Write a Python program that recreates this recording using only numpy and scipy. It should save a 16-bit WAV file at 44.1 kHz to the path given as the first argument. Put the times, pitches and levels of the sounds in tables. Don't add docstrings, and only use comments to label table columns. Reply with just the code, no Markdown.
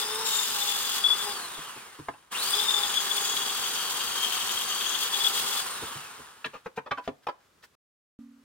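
import sys
import numpy as np
from scipy import signal
from scipy.fft import rfft, irfft, next_fast_len
from scipy.io import wavfile

SR = 44100
rng = np.random.default_rng(int(sys.argv[2]) if len(sys.argv) > 2 else 0)


def wav_out(sig):
    wavfile.write(sys.argv[1], SR, np.round(np.clip(np.atleast_2d(sig).T, -1, 1) * 32767).astype(np.int16))


N = 372204
TIME = np.arange(N) / SR

# on and off in seconds, fan air level at rated speed in dB.
TRIGGER_RUNS = [(-1, 1.3, -37.0), (2.302, 5.6, -35.4)]
# time in seconds, rotor speed in Hz.
WORK_SPEED = [(0, 412), (.22, 446), (.3, 440), (.45, 417), (1.0, 400), (1.3, 413), (2.7, 421), (3.05, 396),
              (3.2, 405), (3.85, 380), (4.1, 385), (4.3, 374), (5.0, 387), (5.2, 402), (5.4, 395),
              (5.6, 407)]
# middle and length in seconds, once-a-turn and twice-a-turn hum in dB.
HOUSING_DRONES = [(.15, .24, -42.5, -41), (1.265, .08, -43, -39), (2.58, .09, -48, -38.5),
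                  (2.8, .15, -60, -36.5), (3.2, .3, -50, -45), (5.58, .09, -60, -39)]
# start and end in seconds, relative levels of rasp, squeal and its octave in dB.
DISC_STROKES = [(-.1, .035, -40.5, -35, -54), (.255, .43, -38.5, -38, -36), (.43, 1.01, -40.3, -41, -47),
                (1.17, 1.25, -47, -38, -48), (2.41, 2.53, -41, -44, -60), (2.53, 2.64, -40, -30, -48),
                (2.64, 3.0, -45, -35, -41), (3.0, 3.16, -45, -42, -44), (3.16, 3.45, -42, -38.5, -40),
                (3.45, 4.15, -44, -40, -47), (4.15, 4.66, -42.5, -36.5, -46), (4.68, 4.97, -45, -36.5, -43),
                (4.98, 5.08, -39, -36, -46), (5.13, 5.23, -40.5, -36, -50), (5.24, 5.31, -36, -35, -50),
                (5.33, 5.44, -38, -36.5, -52), (5.46, 5.62, -39.5, -41, -52)]
# middle and length in seconds, level in dB.
SQUEAL_CHIRPS = [(.345, .03, -28), (.394, .019, -25), (1.05, .015, -16), (1.067, .012, -16.3),
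                 (1.09, .009, -22.5), (1.112, .014, -16.5), (1.125, .025, -19.5), (2.539, .012, -23),
                 (2.691, .014, -20.5), (2.716, .016, -23.5), (2.745, .008, -18.5), (2.774, .036, -24.5),
                 (2.835, .009, -21), (2.977, .012, -22.5), (3.115, .009, -20.5), (3.183, .006, -23.5),
                 (4.25, .04, -29), (4.577, .01, -23.5), (5.141, .017, -24), (5.217, .02, -25),
                 (5.253, .016, -23), (5.272, .009, -17.5)]
# start in seconds, relative level in dB.
FLOOR_BUMPS = [(1.575, -47.5), (1.756, -50), (1.987, -42.5), (2.084, -49.5), (5.815, -40.5), (5.95, -46),
               (6.185, -51), (6.45, -45.5), (6.78, -54), (6.915, -54), (7.079, -42.5)]
# start in seconds, relative level in dB,
# brightness in dB per octave, chatter in seconds, favoured ring in Hz.
FRAME_KNOCKS = [(2.084, -33.5, -1.4, 0.0051, 1100), (2.135, -54.5, -1.5, .012, 1000),
                (6.443, -34, 3.3, 0.0082, 2620), (6.455, -39, 6.5, 0.0089, 1990),
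                (6.531, -42, -0.5, 0.035, 1460), (6.658, -37, -4, 0.013, 930),
                (6.772, -33, -3.5, 0.016, 800), (6.858, -42, -2.5, .022, 647),
                (6.909, -28.5, -2, 0.012, 1180), (6.971, -36, -2, 0.022, 950),
                (7.076, -33, -4, 0.0017, 790), (7.087, -39, -6.5, 0.0058, 480),
                (7.268, -32.5, -0.5, 0.0032, 910), (7.283, -32.5, -2, 0.012, 1010)]
# middle and length in seconds, level in dB.
SCUFF_EVENTS = [(6.57, .09, -64), (6.662, .025, -58), (6.77, .014, -49.5), (7.055, .04, -57),
                (7.24, .025, -65), (7.43, 0.073, -70.5), (7.64, .021, -51.5)]
# frequency in Hz, time to fall 60 dB in seconds, level in dB.
BOARD_MODES = [(70, 0.12, -9), (104, 0.14, -12.5), (143.5, 0.17, -3), (248, .12, -0.5), (321, 0.059, 1.5),
               (442, 0.077, 0.5), (620, 0.041, -15), (948, 0.036, 0.5)]
FRAME_MODES = [(275, .1, -7), (335, .1, -12.5), (440, 0.074, -6.5), (520, 0.062, -3), (650, .035, 0),
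               (840, 0.059, 1.5), (926, 0.036, 5.5), (1038, 0.11, -5), (1193, .06, -5.5), (1310, .035, -6),
               (1660, .03, -1.5), (1890, .03, -2), (2500, .025, -5.5), (3100, .025, -9), (4450, .03, -21)]
METAL_MODES = [(235, 0.74, -41.5), (274, 1.0, -45.5), (1190, 1.0, -72)]
# frequency in Hz, relative spectral density in dB.
ROOM_SPECTRUM = [(25, -20.5), (45, -10), (85, -3), (170, -8.5), (500, -10), (700, -17), (1330, -10.5),
                 (1800, -16.5), (2900, -19), (7300, -24), (15500, -31.5)]
AIR_SPECTRUM = [(35, -26.5), (75, -10.5), (130, -14), (235, -5.5), (300, -10.5), (440, -2), (620, -9.5),
                (850, 0), (1130, 4.5), (1600, 1), (2200, -5.5), (3000, -1.5), (4300, -5.5), (6000, -7.5),
                (8700, -3.5), (11000, -11.5), (16000, -16)]
BEARING_SPECTRUM = [(3000, -24), (7500, -16), (8300, -1.5), (8900, 3), (9600, -11), (10300, -16.5),
                    (14000, -19.5), (15500, -8)]
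GRIT_SPECTRUM = [(200, -22), (1000, -13), (2200, -5), (3000, 6.5), (4000, 5.5), (5600, 1), (6700, 3),
                 (8200, 1.5), (10300, -4.5), (12000, -2), (16000, 1)]
CRACK_SPECTRUM = [(30, -29.5), (110, -14), (400, 1), (1100, 6.5), (2600, -1.5), (5000, -17), (9000, -33.5),
                  (16000, -40)]
SCUFF_SPECTRUM = [(200, -20), (900, -7), (1500, 0), (2300, -7), (4000, -7.5), (8000, -16.5), (16000, -18)]

RATED_HZ = 400


def undb(db):
    return 10 ** (np.asarray(db) / 20)


def unit(x):
    return x / np.sqrt(np.mean(x ** 2) + 1e-20)


def colour(x, points):
    hz, db = np.transpose(points)
    size = next_fast_len(len(x) + SR // 10, real=True)
    f = np.maximum(np.arange(size // 2 + 1) * SR / size, 1)
    gain = undb(np.interp(np.log(f), np.log(hz), db))
    return unit(irfft(rfft(x, size) * gain, size)[:len(x)])


def walk(rate):
    steps = TIME * rate * np.pi
    levels = rng.standard_normal(int(steps[-1]) + 2)
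    return unit(np.interp(steps, np.arange(len(levels)), levels))


def angle(hz):
    return 2 * np.pi * np.cumsum(hz) / SR


def swell(middle, length):
    out, near = np.zeros(N), np.abs(TIME - middle) < 2 * length
    out[near] = np.exp(-np.abs(2 * (TIME[near] - middle) / length) ** 3 / 2)
    return out


def add(out, start, x):
    i = int(start * SR)
    out[i:i + len(x)] += x[:N - i]


def one_pole(x, hz, kind):
    return signal.sosfilt(signal.butter(1, hz, kind, fs=SR, output="sos"), x)


def microphones(direct, walls, lead_ms, pan_db, wet_db):
    taps = np.arange(-16, 17)
    delayed = np.convolve(direct, np.sinc(taps - lead_ms * SR / 1000) * np.hanning(len(taps)), "same")
    return (np.array([direct, delayed]) + undb(wet_db) * walls) * undb([[pan_db / 2], [-pan_db / 2]])


def place(x, lead_ms, pan_db, wet_db, t60=.06, tail_db=-20, tail_t60=.35, count=3):
    t = TIME[:SR // 4]
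    decay = (undb(-60 * t / t60) + undb(tail_db - 60 * t / tail_t60)) * (t > .001)
    paths = rng.standard_normal((count, 2, len(t))) * decay / np.sqrt(np.sum(decay ** 2))
    paths = one_pole(paths, 330, "high")
    shares = np.array([walk(2) for _ in range(count)])
    shares /= np.sqrt(np.sum(shares ** 2, axis=0))
    echoes = signal.oaconvolve(np.float32(x[None, None]), np.float32(paths), axes=2)[..., :N]
    walls = np.sum(echoes * shares[:, None], axis=0)
    return microphones(x, walls, lead_ms, pan_db, wet_db)


def rush(spectrum, lead_ms, pan_db, wet_db, grain_db):
    grains = (rng.standard_normal(N) * undb(grain_db * walk(2500)) for _ in range(3))
    direct, left, right = (colour(x, spectrum) for x in grains)
    return microphones(direct, one_pole([left, right], 380, "high"), lead_ms, pan_db, wet_db)


def room_tone(level_db=-69.8):
    gain = undb(level_db + .98 * walk(5))
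    return gain * rush(ROOM_SPECTRUM, lead_ms=0, pan_db=0, wet_db=2.8, grain_db=0)


def drive(spin_up_s=.065, switch_s=.022, surge_s=.18, let_go_s=.13, drag_s=1.2, friction_hz_per_s=162):
    work_times, work_hz = np.transpose(WORK_SPEED)
    hz, power, surge, fan_db = np.ones(N), np.zeros(N), np.zeros(N), np.zeros(N)
    for on, off, db in TRIGGER_RUNS:
        running, coasting = np.maximum(TIME - on, 0), np.maximum(TIME - off, 0)
        held_hz = np.interp(np.minimum(TIME, off), work_times, work_hz)
        driven_hz = held_hz * (1 - np.exp(-running / spin_up_s))
        kept = np.exp(-coasting / drag_s)
        hz = np.maximum(hz, driven_hz * kept - friction_hz_per_s * drag_s * (1 - kept))
        live = np.minimum(running / switch_s, 1) ** 2 * np.maximum(1 - coasting / let_go_s, 0)
        power += live
        surge += live * np.exp(-running / surge_s)
        fan_db = np.where(TIME > on, db, fan_db)
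    return hz, power, surge, fan_db


def fan_air(speed, turn, surge, fan_db, knee_hz=400, brush_db=-33.5):
    flow = speed * np.hypot(RATED_HZ, knee_hz) / np.hypot(speed * RATED_HZ, knee_hz)
    gain = np.hypot(undb(fan_db) * flow ** 2.25, undb(brush_db) * surge)
    gain *= undb(.854 * walk(30)) * (1 + .11 * np.cos(turn))
    air = gain * rush(AIR_SPECTRUM, lead_ms=.059, pan_db=-.45, wet_db=-1.6, grain_db=1.5)
    low = one_pole(air, 2600, "low")
    treble_gain = np.minimum(speed + surge, 1) ** .45
    return low + (air - low) * treble_gain


def bearing(speed, surge, hiss_db=-49.8, whistle_db=-46.5, surge_db=18):
    hiss_gain = undb(hiss_db + surge_db * surge + 5.6 * walk(50)) * speed ** 4.1
    hiss = hiss_gain * rush(BEARING_SPECTRUM, lead_ms=.091, pan_db=1.5, wet_db=-1.5, grain_db=2.7)
    whistle_hz = 9180 + 430 * speed ** 2 + 180 * walk(400)
    whistle_gain = undb(whistle_db + surge_db * surge + 3 * walk(60)) * speed ** 1.75
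    return hiss, whistle_gain * np.sin(angle(whistle_hz))


def rotor_hum(speed, turn, once_db=-55, twice_db=-51):
    drone = sum(undb(db)[:, None] * swell(middle, length) for middle, length, *db in HOUSING_DRONES)
    once = np.hypot(drone[0], undb(once_db) * speed ** 5) * undb(3 * walk(16))
    once *= np.sin(turn + .34 * walk(30))
    twice = np.hypot(drone[1], undb(twice_db) * speed ** 5) * undb(2.2 * walk(15))
    twice *= np.sin(2 * turn + .3 * walk(40))
    return once + twice


def fan_whine(speed, turn, surge, blades=12, level_db=-42.8, surge_db=-27, housing_hz=2850):
    flutter = (1.05 - .15 * speed) * walk(170)
    octaves_off = np.log2(blades * speed * RATED_HZ / housing_hz)
    resonance_db = 5.5 * np.exp(-(octaves_off / .2) ** 2)
    gain = np.hypot(undb(level_db) * speed ** 2.4, undb(surge_db) * surge * speed ** 2)
    return gain * undb(resonance_db + 3 * walk(50)) * np.sin(blades * turn + flutter)


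def motor(hz, surge, fan_db):
    speed = hz / RATED_HZ
    turn = angle(hz * (1 + .0032 * walk(25)))
    air = fan_air(speed, turn, surge, fan_db)
    hiss, whistle = bearing(speed, surge)
    hum = rotor_hum(speed, turn)
    whine = fan_whine(speed, turn, surge)
    low_tones = place(hum, lead_ms=.08, pan_db=1, wet_db=-3)
    high_tones = place(whistle + whine, lead_ms=.064, pan_db=3.1, wet_db=-3)
    return air + hiss + low_tones + high_tones


def strokes(touch, attack_s=.025, release_s=.045, light_rasp_db=-48.5, light_squeal_db=-45):
    gains = np.zeros((3, N))
    for start, end, *db in DISC_STROKES:
        ramp = np.minimum((TIME - start) / attack_s, (end - TIME) / release_s)
        gains += undb(db)[:, None] * np.clip(ramp + .5, 0, 1)
    rasp_gain = np.hypot(gains[0], undb(light_rasp_db) * touch)
    squeal_gain = np.hypot(gains[1], undb(light_squeal_db) * touch)
    return rasp_gain, squeal_gain, gains[2]


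def sanding(hz, gain, gear_ratio=9, wobble=.21):
    disc_turn = angle(hz / gear_ratio)
    pressure = gain * (1 + wobble * np.cos(disc_turn)) * undb(7 + 1.1 * walk(22))
    return pressure * rush(GRIT_SPECTRUM, lead_ms=.095, pan_db=1.2, wet_db=-1, grain_db=4)


def squeal(hz, gain, octave_gain, cycles_per_turn=8.45, chirp_cycles_per_turn=8.5):
    roughness = .64 * (RATED_HZ / np.maximum(hz, 370)) ** 6
    phase = angle(hz * cycles_per_turn * (1 + .012 * walk(60))) + roughness * walk(300)
    ragged = gain * undb(4.4 * walk(70)) * np.sin(phase)
    ragged += octave_gain * undb(4.2 * walk(70)) * np.sin(2 * phase + .51 * walk(500))
    chirp_gain = np.max([undb(db) * swell(s, length) for s, length, db in SQUEAL_CHIRPS], axis=0)
    chirps = chirp_gain * np.sin(angle(hz * chirp_cycles_per_turn * (1 + .006 * walk(80))))
    return (place(ragged, lead_ms=.056, pan_db=8.8, wet_db=-1)
            + place(chirps, lead_ms=.066, pan_db=9.2, wet_db=-15.5))


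def wood_impact(modes, chatter_s, crack_db, crack_t60=.025):
    t = TIME[:SR // 4]
    contact = (1 - np.exp(-t / (.17 * chatter_s))) * np.exp(-np.minimum(t / chatter_s, 5) ** 3)
    push = rng.standard_normal(len(t)) * undb(6.1 * rng.standard_normal(len(t))) * contact
    ring = np.zeros(len(t))
    for hz, t60, db in modes:
        decay = undb(rng.normal(db, 1.5) - 60 * t / t60)
        ring += decay * np.cos(2 * np.pi * hz * rng.normal(1, .049) * t + rng.uniform(0, 2 * np.pi))
    crack = colour(rng.standard_normal(len(t)), CRACK_SPECTRUM) * undb(-60 * t / crack_t60)
    response = unit(ring) + undb(crack_db) * unit(crack)
    return .33 * unit(signal.fftconvolve(push, response)[:len(t)])


def floor_bumps():
    bumps = np.zeros(N)
    for start, db in FLOOR_BUMPS:
        add(bumps, start, undb(db) * wood_impact(BOARD_MODES, chatter_s=.019, crack_db=-30))
    return bumps


def frame_knocks(ring_db=4.5):
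    knocks = np.zeros(N)
    hz = np.geomspace(100, 16000, 32)
    for start, db, brightness, chatter_s, ring_hz in FRAME_KNOCKS:
        hit = wood_impact(FRAME_MODES, chatter_s, crack_db=4)
        tilt_db = brightness * np.clip(np.log2(hz / 1000), -2, 2)
        peak_db = ring_db * np.exp(-(np.log2(hz / ring_hz) / .21) ** 2)
        add(knocks, start, undb(db) * np.std(hit) * colour(hit, np.transpose([hz, tilt_db + peak_db])))
    return knocks


def scuffs():
    friction = colour(rng.standard_normal(N), SCUFF_SPECTRUM) * undb(2.5 * walk(150))
    return friction * sum(undb(db) * swell(middle, length) for middle, length, db in SCUFF_EVENTS)


def metal_ring(start_s=8.19):
    t = np.maximum(TIME - start_s, 0)
    ring = sum(undb(db - 60 * t / t60) * np.sin(2 * np.pi * hz * t) for hz, t60, db in METAL_MODES)
    return place(ring, lead_ms=-.1, pan_db=-3.3, wet_db=-30)


def scene():
    rotor_hz, power, surge, fan_db = drive()
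    rasp_gain, squeal_gain, octave_gain = strokes(touch=power * rotor_hz / RATED_HZ)
    disc = sanding(rotor_hz, rasp_gain) + squeal(rotor_hz, squeal_gain, octave_gain)
    room = room_tone()
    drill = motor(rotor_hz, surge, fan_db)
    handling = place(frame_knocks() + floor_bumps() + scuffs(), lead_ms=.043, pan_db=.3, wet_db=-2.5)
    return room + drill + disc + handling + metal_ring()


def record(dry):
    mute_s, resume_s, edge_s, top_hz = 7.752, 8.189, .002, 15800
    muted = np.clip(np.minimum(TIME - mute_s, resume_s - TIME) / edge_s + .5, 0, 1)
    return signal.sosfilt(signal.ellip(10, .2, 70, top_hz, fs=SR, output="sos"), dry * (1 - muted))


dry = scene()
out = record(dry)
wav_out(out)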